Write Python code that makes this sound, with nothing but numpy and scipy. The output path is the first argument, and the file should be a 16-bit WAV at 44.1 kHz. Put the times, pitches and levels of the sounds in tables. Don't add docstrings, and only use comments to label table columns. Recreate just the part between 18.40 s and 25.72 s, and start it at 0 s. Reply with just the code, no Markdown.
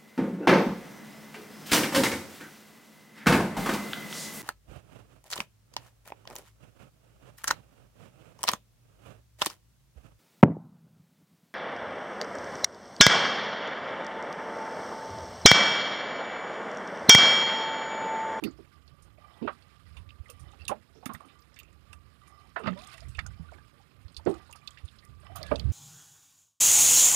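import sys
import numpy as np
from scipy import signal
from scipy.io import wavfile

SR = 44100
rng = np.random.default_rng(int(sys.argv[2]) if len(sys.argv) > 2 else 0)


def magnitude_from_level(level_db):
    exponent = np.asarray(level_db, float) / 20
    return 10 ** exponent


def log_audio(samples):
    frames = np.atleast_2d(samples).T
    limited = np.clip(frames, -1, 1)
    pcm = np.round(limited * 32767).astype(np.int16)
    wavfile.write(sys.argv[1], SR, pcm)


N = 322787


def rms_one(x):
    return x / np.sqrt(np.mean(x ** 2) + 1e-20)


def peak_one(x):
    return x / (np.max(np.abs(x)) + 1e-20)


def add(track, sound, start_s):
    i = round(start_s * SR)
    track[i:i + len(sound)] += sound[:N - i]


def slow(rate_hz):
    r = np.exp(-80 * np.pi * rate_hz / SR)
    noise = rng.standard_normal(N // 40 + 2002)
    return rms_one(signal.lfilter([1], [1, -2 * r, r * r], noise)[2000:])


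def filled(thin):
    return np.interp(np.arange(N) / 40, np.arange(len(thin)), thin)


def drift(rate_hz):
    return filled(slow(rate_hz))


def resonate(x, hz, width_hz):
    r = np.exp(-np.pi * width_hz / SR)
    feed = np.array([1, 0, -1]) * (1 - r * r) / 2
    return signal.lfilter(feed, [1, -2 * r * np.cos(2 * np.pi * hz / SR), r * r], x + 1e-18)


def twice(x, hz, width_hz):
    return resonate(resonate(x, hz, width_hz), hz, 2 * width_hz)


def coloured(spectrum, patchy_db, patch_rate):
    hz_points, db_points = np.transpose(spectrum)
    octaves = np.log2(hz_points[-1] / hz_points[0])
    edges = hz_points[0] * 2 ** np.arange(0, octaves + .3, 1 / 3)
    white = rng.standard_normal((2, N))
    together, out = slow(patch_rate / 2), 0
    for k, (low, high) in enumerate(zip(edges, edges[1:])):
        sos = signal.butter(2, [low, min(high, SR * .45)], "band", fs=SR, output="sos")
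        band = signal.sosfilt(sos, white[k % 2])
        level_db = np.interp(np.log(low * high) / 2, np.log(hz_points), db_points)
        flicker_db = patchy_db * (0.66 * together + slow(patch_rate))
        out = out + band * filled(magnitude_from_level(level_db + flicker_db))
    return rms_one(out)


def grains(per_s, low_hz, high_hz, cycles, tilt, spread_db):
    sizes = magnitude_from_level(spread_db * np.minimum(rng.exponential(1, N), 4)) * rng.choice([-1, 1], N)
    born = rng.random(N) < per_s * magnitude_from_level(5.0 * drift(25)) / SR
    pitches, dealt = np.geomspace(low_hz, high_hz, 14), rng.integers(0, 14, N)
    out = np.zeros(N)
    for k, hz in enumerate(pitches):
        out += twice(sizes * born * (dealt == k), hz, 2.22 * hz / cycles) / hz ** tilt
    return rms_one(out)


def swells(rows, calm_db, rise):
    t = np.arange(0, N + 64, 64) / SR
    power = magnitude_from_level(2 * calm_db)
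    for start_s, top_db, fade_s in rows:
        away = np.maximum(t - start_s, (start_s - t) / rise) / max(fade_s, .02)
        power = power + magnitude_from_level(2 * (top_db - 20 * away))
    return np.interp(np.arange(N) / SR, t, 10 * np.log10(power))


def burst(noise, rise_s, t60_s):
    t = np.arange(len(noise)) / SR
    return noise * (1 - np.exp(-t / rise_s)) * magnitude_from_level(-60 * t / max(t60_s, .004))


def contact(grit, t60_s):
    tail = burst(grit, 0.00016 + 0.053 * t60_s ** 2, t60_s)
    return tail + magnitude_from_level(11 - 90 * t60_s) * burst(grit, .00003, 0.005)


def pitched(rows, pitch_hz):
    return [(start_s, level_db, pitch_hz, t60_s) for start_s, level_db, t60_s in rows]


def notes_struck(rows, rise_s, width, length):
    out = np.zeros(N)
    for start_s, level_db, pitch_hz, t60_s in rows:
        force = burst(rng.standard_normal(length), rise_s, t60_s)
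        add(out, magnitude_from_level(level_db) * peak_one(twice(force, pitch_hz, width * pitch_hz)), start_s - .001)
    return out


# pitch_hz, level_db (per Hz)
HISS = [(71, -29), (125, 18), (834, -5.5), (1200, -4), (4100, -51), (6040, -14.5), (14200, -22.5),
        (15800, -36)]


def hiss():
    return magnitude_from_level(-68.5) * coloured(HISS, patchy_db=.4, patch_rate=6.0)


# pitch_hz, width_hz, level_db
ROD = [(766, 224, -8.5), (1180, 73, 2.5), (1582, 38, -15), (1968, 61, -6), (2350, 36, -11.5),
       (3026, 76, -9.5), (3780, 37, -19.5), (4600, 47, -24), (5200, 150, -17)]


def steady_hum():
    hum = rms_one(twice(rng.standard_normal(N), ROD[1][0], 35.0))
    return magnitude_from_level(-76.5 + 4.7 * drift(1.4)) * hum


# pitch_hz, level_db (per Hz)
RUMBLE = [(13, -16), (22, -31), (52, -1.5), (70, 8.5), (166, -8), (233, -22), (390, -57), (660, -120)]
# start_s, top_db, fade_s (per 20 dB)
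HEAVES = [(.04, -44, 0.16), (.53, -43.5, 0), (.69, -57, 0.67), (1.06, -49.5, 0), (1.46, -55, 0.23),
          (1.61, -51, 0.4), (2.03, -47.5, 0.16), (2.24, -51, 0.2), (3.5, -57, 0.65), (4.33, -55.5, .5),
          (4.68, -42.5, 0.1), (4.85, -41.5, 0.28), (5.04, -48.5, 0.11), (5.82, -57, 0.87),
          (6.71, -51.5, 0.38), (7.01, -45, 0.3), (7.13, -33, 0.1), (7.28, -27.5, 0.13)]


def rumble():
    level_db = swells(HEAVES, calm_db=-65.5, rise=0.68)
    return magnitude_from_level(level_db) * coloured(RUMBLE, patchy_db=2.0, patch_rate=6.3)


# start_s, level_db
BUMPS = [(1.81, -34.5), (2.75, -44.5), (4.701, -35), (4.789, -31.5), (5.01, -38.5), (5.66, -38),
         (5.788, -43.5), (6.448, -33), (7.256, -25.5), (7.298, -36)]
KEEL_HZ, PUSH_S = 77.7, 0.0068


def bumps():
    out, t = np.zeros(N), np.arange(-2000, 2000) / SR
    for (start_s, level_db), (spread, turn) in zip(BUMPS, rng.standard_normal((len(BUMPS), 2))):
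        hz = KEEL_HZ * 2 ** (0.19 * spread)
        push = np.exp(-.5 * (t / PUSH_S) ** 2) * np.cos(2 * np.pi * hz * t + turn)
        add(out, magnitude_from_level(level_db) * push, start_s + t[0])
    return out


# start_s, top_db, fade_s (per 20 dB)
RUNOFF = [(.01, -61, -1.7), (.98, -55, -0.24), (2.18, -66, 0.45), (2.75, -62, -0.12), (4.2, -59, -0.4),
          (4.33, -46, -0.12), (4.6, -64.5, -0.3), (5.17, -63, 0.2), (5.9, -67, 0.4), (6.2, -60, -0.2),
          (6.92, -55, -0.07), (6.99, -59, -0.37), (7.12, -52, -0.08), (7.23, -55, 0.17)]


def trickle():
    level_db = swells(RUNOFF, calm_db=-72, rise=1)
    drops = grains(per_s=1400.0, low_hz=260, high_hz=3200, cycles=22.0, tilt=.85, spread_db=3.7)
    return magnitude_from_level(level_db - 1.5) * drops


# pitch_hz, level_db (per Hz)
RUSTLE = [(1060, 8), (1800, 4.5), (3540, -0.5), (5450, -3), (6020, -29), (8550, 1), (11800, -24.5),
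          (15500, -33)]
# start_s, top_db, fade_s (per 20 dB)
GRIPS = [(.08, -66.5, 1.24), (1.12, -67, 2.9), (2.18, -67, 1.2), (2.75, -69.5, 1), (3.95, -75, -2.1),
         (4.2, -67.5, 19), (4.43, -55, 0.5), (4.58, -65.5, 0.48), (5.12, -65, 0.1), (5.9, -62.5, 0.75),
         (6.34, -66.5, 1), (6.99, -60, 0.15), (7.11, -57, 0.5), (7.3, -65, -2)]


def rustle():
    level_db = swells(GRIPS, calm_db=-78.5, rise=0.37)
    crackle = grains(per_s=800.0, low_hz=2500, high_hz=9500, cycles=24.0, tilt=1.1, spread_db=4.2)
    rub = magnitude_from_level(1.32 * drift(43)) * coloured(RUSTLE, patchy_db=2.5, patch_rate=36.0)
    crackle_db = -8 + .55 * (level_db + 60)
    return magnitude_from_level(level_db) * (magnitude_from_level(-2.5) * rub + magnitude_from_level(crackle_db) * crackle)


# start_s, length_s, level_db
SLIDES = [(0.01, 0.18, -79), (0.305, 0.47, -74.5), (.77, 0.27, -61), (1.103, 0.28, -71),
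          (1.834, 0.33, -67.5), (2.8, .2, -69.5), (3.564, 0.18, -76.5), (3.81, 0.32, -63.5),
          (4.31, 0.32, -63), (4.8, 0.29, -68.5), (5.91, .14, -63.5), (6.201, 0.26, -71), (6.832, 0.25, -60)]


def rod():
    t = np.arange(0, N + 64, 64) / SR
    grip = magnitude_from_level(-123)
    for start_s, length_s, level_db in SLIDES:
        inside_s = np.minimum(t - start_s, start_s + length_s - t)
        grip = grip + magnitude_from_level(level_db) * np.clip(inside_s / 0.033, 0, 1)
    friction = rng.standard_normal(N) * magnitude_from_level(1.9 * drift(32))
    modes = sum(filled(magnitude_from_level(db + 3.7 * slow(14.6))) * twice(friction, hz, width) for hz, width, db in ROD)
    scrape = rms_one(twice(friction, 1300, 1200))
    return np.interp(np.arange(N) / SR, t, grip) * (rms_one(modes) + magnitude_from_level(-15.5) * scrape)


# start_s, level_db, pitch_hz, t60_s
DRIPS = [(.809, -62, 1160, .05), (.845, -56, 1120, 0.053), (.845, -66, 1920, .06), (.94, -57, 3400, 0.07),
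         (.775, -61, 2460, .08), (2.265, -49, 3600, 0.023), (2.218, -56, 4670, 0.066),
         (2.12, -59, 3620, 0.047), (2.132, -56, 1270, 0.05), (3.815, -55, 1180, 0.049),
         (3.878, -54, 1180, 0.035), (3.99, -62, 4300, .07), (4.651, -55.5, 2040, .04),
         (4.85, -54.5, 1210, .04), (4.904, -58, 1570, .04), (4.935, -65, 3750, .06),
         (4.935, -62, 2250, 0.11), (5.082, -63, 3800, 0.042), (5.087, -51, 1435, 0.061),
         (5.133, -54, 2260, 0.067), (5.182, -54, 1570, 0.079), (5.182, -63.5, 3720, 0.031),
         (5.281, -66.5, 1200, 0.04), (6.0, -57.5, 1500, 0.055), (6.13, -45, 2650, 0.027),
         (6.215, -58.5, 2380, 0.055), (6.292, -54, 1140, .03), (6.309, -55, 3330, .06),
         (6.344, -62, 3370, 0.032), (6.479, -50.5, 3600, .04), (6.624, -57.5, 2000, 0.22),
         (6.832, -55, 594, .05), (6.832, -57, 1160, .05), (6.866, -57, 2950, 0.029),
         (6.897, -50.5, 694, .04), (6.912, -51, 767, 0.17), (6.95, -45.5, 700, .1), (6.978, -51, 750, .05),
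         (6.996, -50, 626, .03), (7.01, -48.5, 590, .06), (7.032, -46, 2000, .04), (7.03, -47, 5370, 0.025),
         (7.043, -55, 610, .04), (7.063, -49, 2700, .06), (7.082, -52, 4400, 0.036),
         (.068, -47.5, 4600, 0.15), (.11, -57.5, 6900, 0.051), (.173, -63, 5200, .12)]


def drips():
    return notes_struck(DRIPS, rise_s=0.00054, width=0.12, length=4000)


# start_s, level_db, pitch_hz, t60_s
TAPS = [(1.857, -51, 1970, 0.055), (1.89, -50.5, 3100, .06), (1.892, -53, 1200, .1),
        (1.893, -49.5, 485, 0.083), (1.895, -55, 6400, .08), (2.085, -57, 3550, .06), (2.0, -60, 5600, .06),
        (3.231, -55, 2600, .12), (3.28, -60, 2600, .1), (2.955, -59, 1180, .2), (3.21, -58, 1150, .15),
        (5.862, -41, 1440, .1), (5.875, -42, 1110, .12), (.045, -43.5, 4400, 0.11), (.05, -48, 2000, 0.16),
        (2.3, -36.5, 420, .1), (.78, -52, 610, 0.088), (5.4, -57, 810, .06), (5.72, -61, 8400, .06),
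        (6.8, -61.5, 8800, .08), (6.845, -61, 8200, .05), (4.748, -56, 8300, .03)]


def taps():
    return notes_struck(TAPS, rise_s=0.0013, width=0.14, length=6000)


# start_s, level_db
TEARS = [(4.3065, -45), (4.375, -52), (4.389, -49), (4.419, -37), (4.439, -41), (4.4464, -41),
         (4.4626, -50), (4.4744, -57), (4.4844, -49), (4.5307, -44), (4.5401, -39), (4.5554, -51),
         (4.5724, -41), (4.5844, -48), (4.605, -53), (4.6144, -49), (4.6907, -46), (5.912, -40),
         (5.941, -40), (5.9808, -49), (6.1044, -48), (6.114, -43), (6.3194, -51.5), (6.386, -46),
         (6.4562, -46), (6.9596, -36), (6.9674, -41), (6.9844, -41)]
# pitch_hz, width_hz, level_db
FILM = [(3600, 2900, 5), (6460, 920, 1), (8600, 1300, -5.5)]


def tears():
    out = np.zeros(N)
    for start_s, level_db in TEARS:
        force = burst(rng.standard_normal(1500), 0.00036, 0.026)
        chances = rng.standard_normal(len(FILM))
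        click = sum(magnitude_from_level(db + 4.5 * z) * twice(force, hz, width) for (hz, width, db), z in zip(FILM, chances))
        add(out, magnitude_from_level(level_db - 8) * peak_one(click), start_s - .0004)
    return out


# start_s, length_s, first_hz, last_hz, level_db
GURGLES = [(4.356, 0.058, 570, 683, -48), (4.362, 0.05, 940, 1120, -52.5), (4.414, 0.053, 713, 837, -55),
           (4.54, 0.036, 660, 650, -57), (4.619, 0.028, 650, 770, -54.5), (7.034, 0.085, 1690, 1634, -54.5),
           (2.193, 0.059, 2700, 2580, -58)]


def gurgles():
    out = np.zeros(N)
    for start_s, length_s, first_hz, last_hz, level_db in GURGLES:
        u = np.linspace(0, 1, round(length_s * SR))
        flutter = drift(120)[:len(u)] * np.sqrt(first_hz / 700)
        hz = (first_hz + (last_hz - first_hz) * u ** 2) * (1 + 0.0089 * flutter[::-1])
        shape = np.sin(np.pi * u ** 0.64) * magnitude_from_level(2.6 * flutter)
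        add(out, magnitude_from_level(level_db) * shape * np.sin(2 * np.pi * np.cumsum(hz) / SR), start_s)
    return out


# start_s, level_db, t60_s
SPARKS = [(.0383, -44, 0.046), (1.9, -55, 0.063), (2.2797, -58, .03), (2.6574, -49, 0.059),
          (2.7352, -49.5, 0.065), (3.0046, -68, .06), (3.1896, -51, 0.046), (6.127, -61, 0.034),
          (6.274, -67, .05), (6.6508, -66, .02), (6.958, -44.5, 0.074), (7.0284, -61, .04),
          (7.19, -62, .05)]


def sparks():
    return notes_struck(pitched(SPARKS, 13570), rise_s=0.0013, width=0.14, length=6000)


# start_s, level_db, t60_s
FINS = [(.0383, -30, 0.058), (.6225, -52, 0.13), (1.568, -53.5, 0.14), (1.8836, -56, 0.039),
        (1.9001, -37, 0.085), (1.9954, -49.5, 0.16), (2.2518, -42, 0.026), (2.2806, -22.5, 0.077),
        (2.6574, -32.5, 0.073), (2.7352, -38.5, 0.092), (2.806, -55, .05), (2.8564, -56, 0.11),
        (3.1896, -43.5, 0.043), (3.5299, -44, 0.061), (3.8751, -52, 0.12), (4.1929, -53.5, 0.11),
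        (4.4727, -41.5, 0.044), (4.5785, -48.5, 0.073), (4.6833, -51.5, 0.16), (5.7708, -40.5, 0.065),
        (5.895, -47, 0.13), (6.127, -37, 0.036), (6.1584, -45.5, 0.072), (6.4497, -55, 0.13),
        (6.6508, -44.5, 0.032), (6.957, -38, 0.11), (7.0304, -39.5, .027), (7.0668, -41.5, .045)]
# start_s, level_db
SCALES = [(2.1176, -53), (2.99, -55.5), (3.1433, -58), (3.162, -51), (3.2, -46), (3.232, -50), (3.329, -55),
          (4.2724, -53), (4.3745, -57), (4.7716, -52), (4.792, -43), (4.8646, -34), (5.116, -58),
          (5.136, -58), (5.853, -47.5), (5.945, -48), (6.112, -45), (6.275, -45.5), (6.307, -46),
          (7.1594, -41.5), (7.195, -51)]
FIN_HZ, SCALE_HZ, SCALE_T60_S = 8860, 6980, 0.043


def snaps():
    cracks = pitched(FINS, FIN_HZ) + [(s, db, SCALE_HZ, SCALE_T60_S) for s, db in SCALES]
    out, draws = np.zeros(N), rng.standard_normal((len(cracks), 5000))
    for (start_s, level_db, hz, t60_s), grit in zip(cracks, draws):
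        force = contact(grit, t60_s)
        body = twice(force, hz, 0.4 * hz)
        ring = twice(force, hz * 2 ** (0.086 * grit[-1]), 350.0)
        crack = twice(force, 6400, 2500)
        snap = peak_one(body + magnitude_from_level(5.5) * ring + magnitude_from_level(-2.5) * crack)
        add(out, magnitude_from_level(level_db) * snap, start_s - .0004)
    return signal.sosfilt(signal.butter(3, 10800, fs=SR, output="sos"), out)


# start_s, level_db, t60_s
SINKER = [(.0387, -48, 0.02), (2.658, -35, 0.084), (2.7488, -38, 0.063), (3.1618, -49, 0.15),
          (4.2705, -28.5, 0.1), (4.3745, -47.5, 0.07), (4.58, -44.5, 0.065), (4.79, -23, 0.056),
          (5.863, -41.5, 0.076), (6.373, -44.5, 0.11), (6.8676, -48.5, 0.024), (7.115, -39, 0.02)]
# start_s, level_db, t60_s
HOOK = [(.0384, -26, 0.05), (1.0243, -47.5, 0.18), (1.0637, -50.5, 0.083), (1.568, -45, 0.11),
        (1.6912, -48.5, 0.073), (1.7056, -44.5, 0.039), (1.8989, -48.5, 0.093), (2.2806, -27.5, 0.053),
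        (2.885, -53.5, 0.15), (3.1892, -42, 0.031), (3.199, -42, 0.065), (3.5305, -41, 0.054),
        (4.167, -48.5, 0.27), (4.236, -43.5, 0.11), (4.2557, -40.5, 0.15), (4.514, -53, 0.13),
        (4.539, -45.5, 0.078), (4.7484, -42, 0.12), (6.128, -47, 0.037), (6.3844, -49, 0.032)]
# start_s, level_db, pitch_hz, t60_s
SWIVEL = [(0.478, -51, 4300, 0.07), (1.2231, -53.5, 4220, 0.065), (2.2527, -39.5, 3740, 0.024),
          (2.545, -59.5, 5300, 0.3), (2.992, -61, 4600, 0.099), (3.022, -57.5, 4900, 0.057),
          (3.1433, -54, 5200, 0.082), (4.3898, -47, 3800, 0.079), (4.438, -45.5, 3320, 0.032),
          (4.6055, -45.5, 5100, 0.053), (5.682, -50.5, 4170, 0.094), (5.7455, -45.5, 4440, 0.042),
          (5.7663, -31, 4360, 0.061), (6.1587, -52.5, 4840, 0.14), (6.2751, -30, 3850, 0.041),
          (6.4855, -45, 3140, .054), (6.5864, -50, 4230, 0.066), (6.9639, -44.5, 3300, 0.084),
          (7.014, -49, 3820, 0.18), (7.03, -32, 4370, 0.032), (7.063, -47, 3870, 0.11),
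          (7.1583, -28.5, 3780, 0.038), (7.1968, -30.5, 3930, 0.036)]
# pitch_hz, width_hz, level_db
TACKLE = [(2664, 118, 2.5), (3553, 234, 3), (4370, 460, -5)]
SINKER_HZ, HOOK_HZ = 2000, 2694


def ticks():
    touches = pitched(SINKER, SINKER_HZ) + pitched(HOOK, HOOK_HZ) + SWIVEL
    out, draws = np.zeros(N), rng.standard_normal((len(touches), 5000))
    for (start_s, level_db, hz, t60_s), grit in zip(touches, draws):
        force = contact(grit, t60_s)
        part = twice(force, hz, 0.23 * hz)
        tackle = sum(magnitude_from_level(db + 2.0 * z) * twice(force, f, width) for (f, width, db), z in zip(TACKLE, grit[::-1]))
        add(out, magnitude_from_level(level_db) * peak_one(part + magnitude_from_level(-6.5) * tackle), start_s - .0004)
    return out


# start_s, level_db, pitch_hz, t60_s
ANSWERS = [(.04, -30, 216, 0.07), (.047, -30, 329, 0.14), (.037, -44, 1240, .05), (.07, -47, 1320, 0.047),
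           (1.024, -33.5, 358, 0.11), (1.046, -36, 379, 0.13), (1.078, -28.5, 1290, 0.055),
           (4.271, -30, 590, 0.089), (4.163, -34.5, 1005, 0.12), (4.163, -31, 1770, 0.098),
           (4.29, -32, 184, 0.11), (5.866, -23.5, 405, 0.087), (5.9, -30.5, 330, .1),
           (5.905, -43, 790, .08), (7.116, -34, 439, 0.071)]


def answers():
    return notes_struck(ANSWERS, rise_s=0.0013, width=0.14, length=6000)


# start_s, level_db, pitch_hz, t60_s
POCKETS = [(.026, -52, 1210, 0.29), (1.016, -47, 860, 0.12), (1.077, -26.5, 1202, 0.096),
           (1.559, -53, 965, 0.16), (2.131, -54.5, 766, 0.075), (2.293, -30, 1044, 0.11),
           (2.314, -27, 805, 0.082), (2.629, -47, 784, 0.12), (2.661, -37, 1220, 0.055),
           (2.694, -35.5, 1053, 0.12), (2.744, -42.5, 1280, 0.072), (2.805, -43, 1050, 0.083),
           (2.847, -50.5, 1160, 0.1), (3.53, -48.5, 1300, 0.074), (4.162, -28, 1390, 0.08),
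           (4.201, -43, 1220, 0.37), (4.239, -37.5, 1170, 0.21), (4.26, -30.5, 1250, 0.081),
           (4.274, -24, 1213, 0.076), (4.785, -35, 1294, 0.07), (4.862, -41.5, 1370, 0.041),
           (5.795, -49, 900, 0.026), (5.87, -43.5, 727, 0.39), (5.939, -44.5, 1180, 0.053),
           (6.093, -51.5, 866, 0.12), (6.151, -49, 1205, 0.084), (6.863, -50.5, 1120, 0.043),
           (6.954, -39, 1200, 0.2), (7.111, -38, 736, 0.071), (7.115, -25, 1177, 0.049)]


def pockets():
    out, noise = np.zeros(N), rng.standard_normal((len(POCKETS), 12000))
    for (start_s, level_db, hz, t60_s), squeeze in zip(POCKETS, noise):
        force = burst(squeeze, 0.0039, t60_s)
        pocket = twice(force, hz, 0.16 * hz) + magnitude_from_level(-8.5) * twice(force, 0.7 * hz, 0.52 * hz)
        spray = twice(force, 1900, 1300)
        add(out, magnitude_from_level(level_db + 1.5) * (peak_one(pocket) + magnitude_from_level(-21) * peak_one(spray)), start_s - .003)
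    return out


# start_s, level_db, pitch_hz, t60_s
THUDS = [(.026, -29.5, 305, 0.21), (.066, -32, 284, 0.11), (0.188, -43.5, 339, 0.14),
         (1.016, -29.5, 227, 0.21), (1.033, -36, 244, 0.044), (1.05, -30.5, 342, 0.059),
         (1.077, -32, 584, 0.078), (2.293, -38.5, 214, 0.28), (2.314, -29.5, 610, .11),
         (2.553, -51.5, 392, 0.29), (2.629, -52, 710, 0.53), (2.661, -30.5, 249, 0.025),
         (2.693, -36.5, 221, 0.2), (2.743, -48, 157, .067), (2.804, -51.5, 740, 0.3),
         (2.848, -51.5, 262, 0.16), (4.164, -31, 610, 0.2), (4.199, -39.5, 384, 0.6),
         (4.24, -36.5, 214, 0.46), (4.261, -30.5, 166, 0.16), (4.274, -24, 192, 0.13),
         (4.995, -40, 166, 0.15), (5.121, -46, 645, .09), (5.862, -23.5, 294, 0.11),
         (5.872, -16.5, 328, .17), (7.008, -43.5, 590, 0.48), (7.111, -26, 273, 0.22),
         (7.116, -17.5, 580, 0.082), (7.139, -27, 580, 0.15)]


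def thuds():
    out, noise = np.zeros(N), rng.standard_normal((len(THUDS), 12000))
    for (start_s, level_db, hz, t60_s), push in zip(THUDS, noise):
        force = burst(push, 0.0019, t60_s) + magnitude_from_level(3.0) * burst(push, 0.0047, 0.05)
        plank = twice(force, hz, 0.19 * hz) + magnitude_from_level(-6.0) * twice(force, 0.72 * hz, 0.49 * hz)
        add(out, magnitude_from_level(level_db) * peak_one(plank), start_s - .003)
    return out


def slaps():
    return signal.sosfilt(signal.butter(4, 3800, fs=SR, output="sos"), thuds() + pockets())


def scene():
    background = hiss() + steady_hum() + rumble() + bumps()
    water = trickle() + drips() + gurgles() + slaps() + answers()
    handling = rustle() + rod() + taps() + tears() + sparks() + snaps() + ticks()
    return 2 * (background + water + handling) * [[0], [1]]


def band_limit(x):
    return signal.sosfilt(signal.butter(12, 15910, fs=SR, output="sos"), x)


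# pitch_hz, width_hz, boost_db
PORT = (14240, 2700, 3.8)
# pitch_hz, width_hz, share_removed (0-1)
DIPS = [(5990, 360, 0.65), (7650, 360, 0.43)]


def record(dry):
    port_hz, port_width_hz, boost_db = PORT
    lift = magnitude_from_level(boost_db) * twice(dry, port_hz, port_width_hz)
    shade = sum(share * resonate(dry, hz, width_hz) for hz, width_hz, share in DIPS)
    top_cut = signal.ellip(3, .5, 8, 14800, fs=SR, output="sos")
    return band_limit(signal.sosfilt(top_cut, dry + lift - shade))


dry = scene()
out = record(dry)
log_audio(out)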